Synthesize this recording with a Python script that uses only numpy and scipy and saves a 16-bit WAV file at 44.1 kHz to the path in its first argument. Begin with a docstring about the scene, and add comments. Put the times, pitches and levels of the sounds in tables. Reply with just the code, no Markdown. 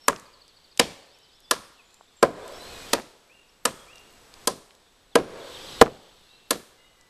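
"""Hiss and birdsong among trees, and at once a hatchet on a mossy log, a few metres from a small camera.
Each blow is a burst of fibre noise and ringing log modes, answered by scattered noise from ground and trunks.
Low knocks rebound from trunks and chips tick in dry leaves, as short noise snaps and pings; birds are
gliding sines over a blurred far chorus.
After some blows everything heard swells louder, and drops back around the next blow."""
import sys
import numpy as np
from scipy import signal
from scipy.fft import rfft, irfft, next_fast_len
from scipy.io import wavfile
from scipy.ndimage import uniform_filter1d, map_coordinates

SR = 44100
rng = np.random.default_rng(int(sys.argv[2]) if len(sys.argv) > 2 else 0)


def to_wav(s):
    """Save 16-bit WAV."""
    ch = np.atleast_2d(s).T  # columns
    pcm = np.round(np.clip(ch, -1, 1) * 32767)  # PCM
    wavfile.write(sys.argv[1], SR, pcm.astype(np.int16))


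N = 312889

# hatchet blows: t/s, crack level/dB, knock level/dB (log modes from 800 Hz), thud level/dB (modes below),
# near echo level/dB (relative to the dulled blow), brightness/(dB per octave), entry time constant/ms,
# strongest crack f/Hz
HATCHET_BLOWS = [(.0822, -17.5, -13, -17.5, -7, -2, 0.41, 7000),
                 (0.7968, -5, -15.5, -11.5, -10, -6, 0.98, 4840),
                 (1.5112, -12, -12.5, -19, -10, -1.5, 0.56, 5550),
                 (2.2282, -9, -11, -5, -9.5, -7, 0.75, 7790),
                 (2.933, -16, -20, -16.5, -9.5, -2.5, 0.63, 5110),
                 (3.654, -13, -18, -18.5, -9.5, -1.5, .6, 8820),
                 (4.474, -15, -19.5, -18.5, -8, 0, 0.64, 4730),
                 (5.1554, -12.5, -10.5, -6.5, -11, -5.5, 0.66, 3200),
                 (5.814, -27, -23, -13.5, -8, -6, 0.85, 3480),
                 (6.508, -14, -19.5, -19.5, -7, -0.5, 0.62, 6800)]
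# dying away of the deep forest's answer: f/Hz, t60/s
DEEP_FOREST = [(100, 0.27), (500, 0.91), (1200, 0.81), (4000, 0.76), (10000, 0.58)]


def amp(db):
    """Decibels to amplitude."""
    return 10 ** (np.asarray(db) / 20)


def unit(x):
    """Scales x to an RMS of one."""
    return x / np.sqrt(np.mean(x ** 2) + 1e-20)


def along(points, hz):
    """Reads (f/Hz, value) points on a log frequency axis."""
    f, v = np.transpose(points)
    return np.interp(np.log(hz + 1), np.log(f + 1), v)


def coloured(x, gain):
    """Filters x by a gain that depends on frequency."""
    m = next_fast_len(x.shape[-1] + 4096)
    spectrum = rfft(x, m) * gain(np.fft.rfftfreq(m, 1 / SR))
    return irfft(spectrum, m)[:x.shape[-1]]


def log_bell(hz, centre_hz, width):
    """A bell-shaped gain on a log frequency axis; width in natural-log units."""
    return np.exp(-(np.log((hz + 1) / centre_hz) / width) ** 2)


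def add(track, s, sound):
    """Mixes a sound into the track at time s."""
    part = track[round(s * SR):][:len(sound)]
    part += sound[:len(part)]


def echo(decays, gap_s, sound, lumpy_db):
    """A scattered answer: noise with the energy and broad colour of sound, building up, then dying by t60."""
    power = np.abs(rfft(sound, SR)) ** 2  # bins are 1 Hz apart
    treble = np.clip(np.arange(len(power)) / 1500 - 1, 0, 1)
    fine, broad = uniform_filter1d(power, size=220), uniform_filter1d(power, size=1800)
    power = (1 - treble) * fine + treble * broad
    noise = irfft(rfft(rng.standard_normal(SR)) * np.sqrt(np.abs(power)), SR)
    hz, t, z = signal.stft(noise, SR, nperseg=256)
    luck = np.clip(rng.standard_normal(len(t)), -2, 2)
    trunks = amp(lumpy_db * luck / (1 + hz[:, None] / 3000))  # single trunks stand out, most in the bass
    dying = amp(-60 * t / along(decays, hz)[:, None])
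    tail = signal.istft(z * trunks * dying, SR, nperseg=256)[1][:SR]
    tail = tail * (1 - np.exp(-np.arange(SR) / SR / gap_s))
    return tail * np.linalg.norm(sound) / np.linalg.norm(tail)


def steady_hiss(level_db=-63):
    """Air and microphone hiss: steady noise through a fixed colour."""
    # hiss colour: f/Hz, relative level/dB; the two end points are left out
    hiss_colour = [(12, -30), (20, -6), (174, -5), (228, -4.5), (499, -2), (620, -6.5), (690, -4),
                   (1600, -8), (2270, -10), (5250, -12.5), (12800, -21.5), (16600, -53), (22000, -120)]
    hiss = coloured(rng.standard_normal(N), lambda hz: amp(along(hiss_colour[1:-1], hz)))
    return amp(level_db) * unit(hiss)


def breeze(level_db=-72):
    """Breeze in the bass: low noise whose level wanders in smooth lumps."""
    lumps = map_coordinates(rng.standard_normal(40), [np.linspace(0, 39, N)])
    rumble = coloured(rng.standard_normal(N), lambda hz: 1 / (1 + (hz / 60) ** 2))
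    return amp(level_db + 2.1 * lumps) * unit(rumble)


def camera_tone():
    """The camera's own thin tone: a faint sine with a randomly wandering phase."""
    # thin tone: f/Hz, level/dB
    tone = (7900, -75)
    wander = np.cumsum(rng.standard_normal(N)) * .035
    return amp(tone[1]) * np.sin(2 * np.pi * tone[0] * np.arange(N) / SR + wander)


def air():
    """The place between blows: hiss, breeze and the camera's tone."""
    return steady_hiss() + breeze() + camera_tone()


def whistle(length_s, from_hz, to_hz, bend, db, warble):
    """One bird note: a gliding sine, warbled in pitch and level, fluttering on its way to the microphone."""
    u = np.linspace(0, 1, round(length_s * SR))
    beat = np.sin(2 * np.pi * 45 * length_s * u + rng.uniform(0, 2 * np.pi))  # 45 Hz warble
    knots = rng.standard_normal(3 + round(150 * length_s))
    # leaves and air scatter the sound
    flutter = amp(2.5 * np.interp(u, np.linspace(0, 1, len(knots)), knots))
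    hz = (from_hz + (to_hz - from_hz) * u ** bend) * (1 + .02 * warble * beat)
    swell_and_fade = np.sin(np.pi * u) ** .5
    level = amp(db + 2.5) * flutter * swell_and_fade * (1 + np.clip(warble, 0, 1) * beat)
    return level * np.sin(2 * np.pi * np.cumsum(hz) / SR)


def far_chorus():
    """Distant birds run together: blotchy noise around 3.6 kHz with a slowly moving level."""
    # far birds: t/s, level/dB
    chorus_level = [(0, -65.5), (2.1, -66), (2.8, -70.5), (4.2, -76.5), (5.6, -64.5), (6.3, -65),
                    (7.1, -74)]
    z = signal.stft(rng.standard_normal(N), nperseg=512)[2]
    field = uniform_filter1d(uniform_filter1d(rng.standard_normal(z.shape), 4, 0), 16, 1)
    blur = signal.istft(z * amp(2.4 * unit(field)), nperseg=512)[1][:N]
    blur = coloured(blur, lambda hz: log_bell(hz, 3600, 0.31))
    level_db = np.interp(np.arange(N) / SR, *np.transpose(chorus_level))
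    return amp(level_db) * unit(blur)


def birds(wet_db=-6, note_bend=.7):
    """Gliding whistles answered by the deep forest, over the far chorus."""
    # single notes: t/s, length/s, from f/Hz, to f/Hz, level/dB (before whistle's lift), warble/0-1
    single_notes = [(0, .075, 5450, 5400, -59.5, 0.5), (.25, .09, 2500, 2400, -68, 0.12),
                    (.99, .052, 3900, 4650, -61, 0.23), (1.09, .3, 3050, 3050, -70.5, 0.4),
                    (1.14, .04, 2900, 2250, -68, 0.07), (1.284, .03, 4045, 3500, -66.5, .2),
                    (1.31, .12, 3400, 3480, -68, .1), (1.44, .07, 3400, 3550, -57.5, 0.2),
                    (1.781, .037, 2850, 2400, -58, 0), (1.83, .21, 6900, 7450, -69, 0.33),
                    (2.154, .08, 7500, 7300, -63, 0.6), (2.52, .07, 5300, 5400, -69.5, .4),
                    (2.574, .14, 3800, 4300, -68.5, 0.6), (2.68, .22, 2580, 2420, -74.5, 0.2),
                    (3.485, .019, 4390, 5750, -63, 0.03), (3.7, .16, 3350, 3250, -64, .9),
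                    (5.67, .11, 6900, 4190, -72.5, .9), (6.27, .14, 3500, 4200, -65, .8),
                    (6.25, .25, 2720, 2700, -70, .1), (6.77, .17, 2820, 2920, -66.5, 0.13),
                    (6.83, .06, 3730, 3730, -70, 0.12), (6.76, .16, 2020, 2050, -69, .8),
                    (6.97, .12, 2000, 1980, -65.5, 0.1)]
    # repeated syllables: first t/s, times, every/s, length/s, from f/Hz, to f/Hz,
    # bend (under 1 glides early), level/dB (before whistle's lift), warble/0-1
    syllables = [(.178, 8, .0763, .022, 5200, 4050, .8, -59, 0),
                 (1.1, 2, .208, .066, 4100, 5750, .8, -65, .3),
                 (1.215, 3, .208, .05, 5750, 4200, 1.2, -63, .2),
                 (3.295, 2, .585, .045, 2280, 2800, .9, -59, 0),
                 (3.33, 2, .585, .1, 2790, 2740, 1, -62, .85),
                 (5.11, 4, .142, .045, 4800, 3000, .4, -63.5, .2)]
    near = np.zeros(N)
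    for s, times, every_s, *shape in syllables:
        for k in range(times):
            add(near, s + k * every_s, whistle(*shape))
    for s, length_s, from_hz, to_hz, db, warble in single_notes:
        add(near, s, whistle(length_s, from_hz, to_hz, note_bend, db, warble))
    forest = echo(DEEP_FOREST, .02, [1.], lumpy_db=1.5)
    return near + amp(wet_db) * signal.fftconvolve(near, forest)[:N] + far_chorus()


def splitting_fibres(from_contact, entry_ms, tilt_db, peak_hz, split_s=0.0024):
    """The crack: noise rising as the blade enters, held while fibres tear, then dying, sooner if dull."""
    # colour of splitting fibres: f/Hz, relative level/dB
    crack_colour = [(300, -36.5), (1500, -10.5), (3000, -4), (5000, -4), (8000, -3.5), (10000, -1.5),
                    (13000, -9)]
    t60_s, dull_shortens_s = 0.021, 0.001  # the second per dB per octave of brightness
    peak_db, peak_width_hz = 6, 290  # how far the strongest pitch stands out

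    def gain(hz):
        tilt = tilt_db * np.log2((hz + 1) / 4000)
        peak = peak_db * np.exp(-((hz - peak_hz) / peak_width_hz) ** 2)
        return amp(along(crack_colour, hz) + tilt + peak)

    fibres = unit(coloured(rng.standard_normal(len(from_contact)), gain))
    entry = np.exp(np.minimum(from_contact, 0) / (entry_ms / 1000))
    decay_s = max(t60_s + dull_shortens_s * tilt_db, split_s)
    fading = amp(-60 * np.maximum(from_contact - split_s, 0) / decay_s)
    return fibres * entry * fading


def log_knock(from_contact, knock_db, thud_db, push_s=0.0008):
    """The log rings in its modes, each a decaying sine, pushed up quickly by the hatchet head."""
    # log modes: f/Hz, relative level/dB, t60/s; level and pitch vary a little from blow to blow
    log_modes = [(276, -3.5, 0.048), (363, -4.5, 0.047), (462.8, 0, 0.076), (554, -3.5, 0.065),
                 (660, -8.5, 0.093), (754, -13.5, 0.11), (1012, 1, 0.055), (1205.5, -1, .045),
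                 (1315, -0.5, 0.036), (1637, -3, 0.05), (1890, -15.5, 0.046)]
    after = np.maximum(from_contact, 0)
    contact = np.argmax(from_contact >= 0)
    push = 1 - np.exp(-after / push_s)
    ringing = np.zeros(len(after))
    for hz, db, t60 in log_modes:
        luck = rng.standard_normal(2)
        # damp wood rings unsteadily
        drift = .3 * np.cumsum(rng.standard_normal(len(after))) * np.sqrt(hz / SR)
        drift = drift - drift[contact]
        group_db = thud_db if hz < 800 else knock_db
        size = amp(group_db + db + 1.5 * luck[0] - 60 * after / t60)
        phase = 2 * np.pi * hz * (1 + 0.022 * luck[1]) * after
        ringing += size * push * np.sin(phase + drift)
    return ringing


def chopping(far_db=-21, low_hz=220, moss_hz=4000):
    """The edge splits fibres, the head knocks the log; ground, trunks and deep forest answer."""
    # dying away at the nearest trunks and ground: f/Hz, t60/s
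    near_decay = [(100, 0.39), (500, 0.15), (1500, 0.11), (4000, 0.16), (10000, 0.13)]
    out = np.zeros(N)
    lead_s = .005  # room for the blade's entry ahead of contact
    from_contact = np.arange(SR // 4) / SR - lead_s
    high_pass = signal.butter(3, low_hz, "high", fs=SR, output="sos")
    for s, crack_db, knock_db, thud_db, near_db, tilt_db, entry_ms, peak_hz in HATCHET_BLOWS:
        blow = amp(crack_db) * splitting_fibres(from_contact, entry_ms, tilt_db, peak_hz)
        blow += log_knock(from_contact, knock_db, thud_db)
        blow = signal.sosfilt(high_pass, blow)  # keeps the blow free of deep bass
        add(out, s - lead_s, blow)
        # moss and leaves swallow the treble
        dull = coloured(blow, lambda hz: 1 / np.sqrt(1 + (hz / moss_hz) ** 2))
        add(out, s, amp(near_db) * echo(near_decay, .01, dull, lumpy_db=4))
        add(out, s, amp(far_db) * echo(DEEP_FOREST, .015, blow, lumpy_db=1.5))
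    return out


def rebounds_and_ticks(out, t):
    """Low knocks rebounding from trunks just after blows, and chips and twigs ticking: snaps of noise."""
    # low knocks (near 780-1200 Hz) and leaf ticks (higher): t/s, level/dB (before a 4 dB cut), centre f/Hz
    snap_list = [(.1235, -25, 797), (0.13, -20, 960), (.162, -32.5, 3520), (.198, -39, 7000),
                 (0.48, -43, 4520), (0.775, -24, 5070), (1.188, -50, 8000), (1.404, -45, 7450),
                 (1.907, -49, 5000), (1.943, -42, 6300), (2.010, -38.5, 796), (2.479, -45.5, 6000),
                 (2.952, -27, 1200), (2.974, -23.5, 813), (2.982, -27.5, 900), (2.988, -24, 786),
                 (2.999, -30, 900), (3.019, -38, 4200), (3.957, -45, 4500), (3.982, -47.5, 4500),
                 (4.3398, -43, 3900), (4.7075, -40.5, 2520), (4.751, -45.5, 5460), (5.861, -29.5, 1200),
                 (5.868, -28.5, 890), (5.879, -32, 796), (7.011, -44, 4480)]
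    for s, db, centre_hz in snap_list:
        snap = coloured(rng.standard_normal(len(t)), lambda hz: log_bell(hz, centre_hz, 0.7))
        add(out, s, amp(db - 4 - 60 * t / .011) * unit(snap))


def leaf_stir(out, t, base_db=-66, count=90):
    """A faint stir of leaves: very short bright noise ticks at random times."""
    times, sizes = rng.uniform(0, N / SR, size=count), rng.exponential(1, size=count)
    for s, size in zip(times, sizes):
        level = amp(base_db + 3 * min(size, 3) - 60 * t / .006)
        add(out, s, level * np.diff(rng.standard_normal(len(t) + 1)))


def chip_shower(out, t, base_db=-44, mean_fall_s=0.048, count=70):
    """Small chips landing after each blow: damped pings, later ones softer, higher ones shorter."""
    for s, *_ in HATCHET_BLOWS:
        delays = rng.exponential(mean_fall_s, count)
        pitches = 1800 * np.exp(.8 * rng.standard_normal(count))
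        sizes = rng.exponential(1, count)
        levels_db = base_db + 3 * np.minimum(sizes, 3) - 60 * delays
        for delay, hz, db in zip(delays, pitches, levels_db):
            ping = np.exp(-hz * t / 0.92) * np.sin(2 * np.pi * np.minimum(hz, SR / 4) * t)
            add(out, s + delay, amp(db) * ping)


def small_sounds():
    """Around the log: rebounding knocks, ticks, a faint stir of leaves and a shower after each blow."""
    out, t = np.zeros(N), np.arange(500) / SR
    rebounds_and_ticks(out, t)
    leaf_stir(out, t)
    chip_shower(out, t)
    return out


def swell_db():
    """Each swell climbs towards its height, falls at once to what is left, and settles."""
    # swells: start t/s, drop t/s, height/dB, left after the drop/dB
    swell_list = [(0, 0.086, 9.5, 0.5), (2.333, 2.931, 19.5, 3), (3.733, 4.462, 7.5, 0.5),
                  (4.323, 4.468, 7.5, 0.5), (5.266, 5.825, 19.5, 7)]
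    rise_s, settle_s = 0.17, 0.41  # time constants
    t, level = np.arange(N) / SR, np.zeros(N)
    for start, drop, height_db, left_db in swell_list:
        rise = height_db * (1 - np.exp(-np.maximum(t - start, 0) / rise_s))
        settling = left_db * np.exp(-np.abs(t - drop) / settle_s)
        level += np.where(t < drop, rise, settling)
    return level


def scene():
    """Everything that reaches the microphone, in one channel."""
    return (air() + birds() + chopping() + small_sounds())[None]


def record(dry):
    """Soft saturation, swelling level, a fixed gap near 11 kHz, a steep treble roll-off, limited peaks."""
    # fixed treble response: f/Hz, gain/dB
    treble_response = [(10450, 0.5), (10750, -16.5), (11350, -19), (11600, 2.5), (12850, 2), (13000, -32.5)]
    top_hz = 13561  # nothing is kept from here up
    x = dry[0] / (1 + np.abs(dry[0] / .8) ** 4) ** (1 / 4)
    x = coloured(x * amp(swell_db()), lambda hz: amp(along(treble_response, hz)))
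    x = x / (1 + np.abs(x) ** 8) ** (1 / 8)  # a harder knee, just under full scale
    return np.clip(coloured(x, lambda hz: hz < top_hz), -1, 1)[None]


dry = scene()
out = record(dry)
to_wav(out)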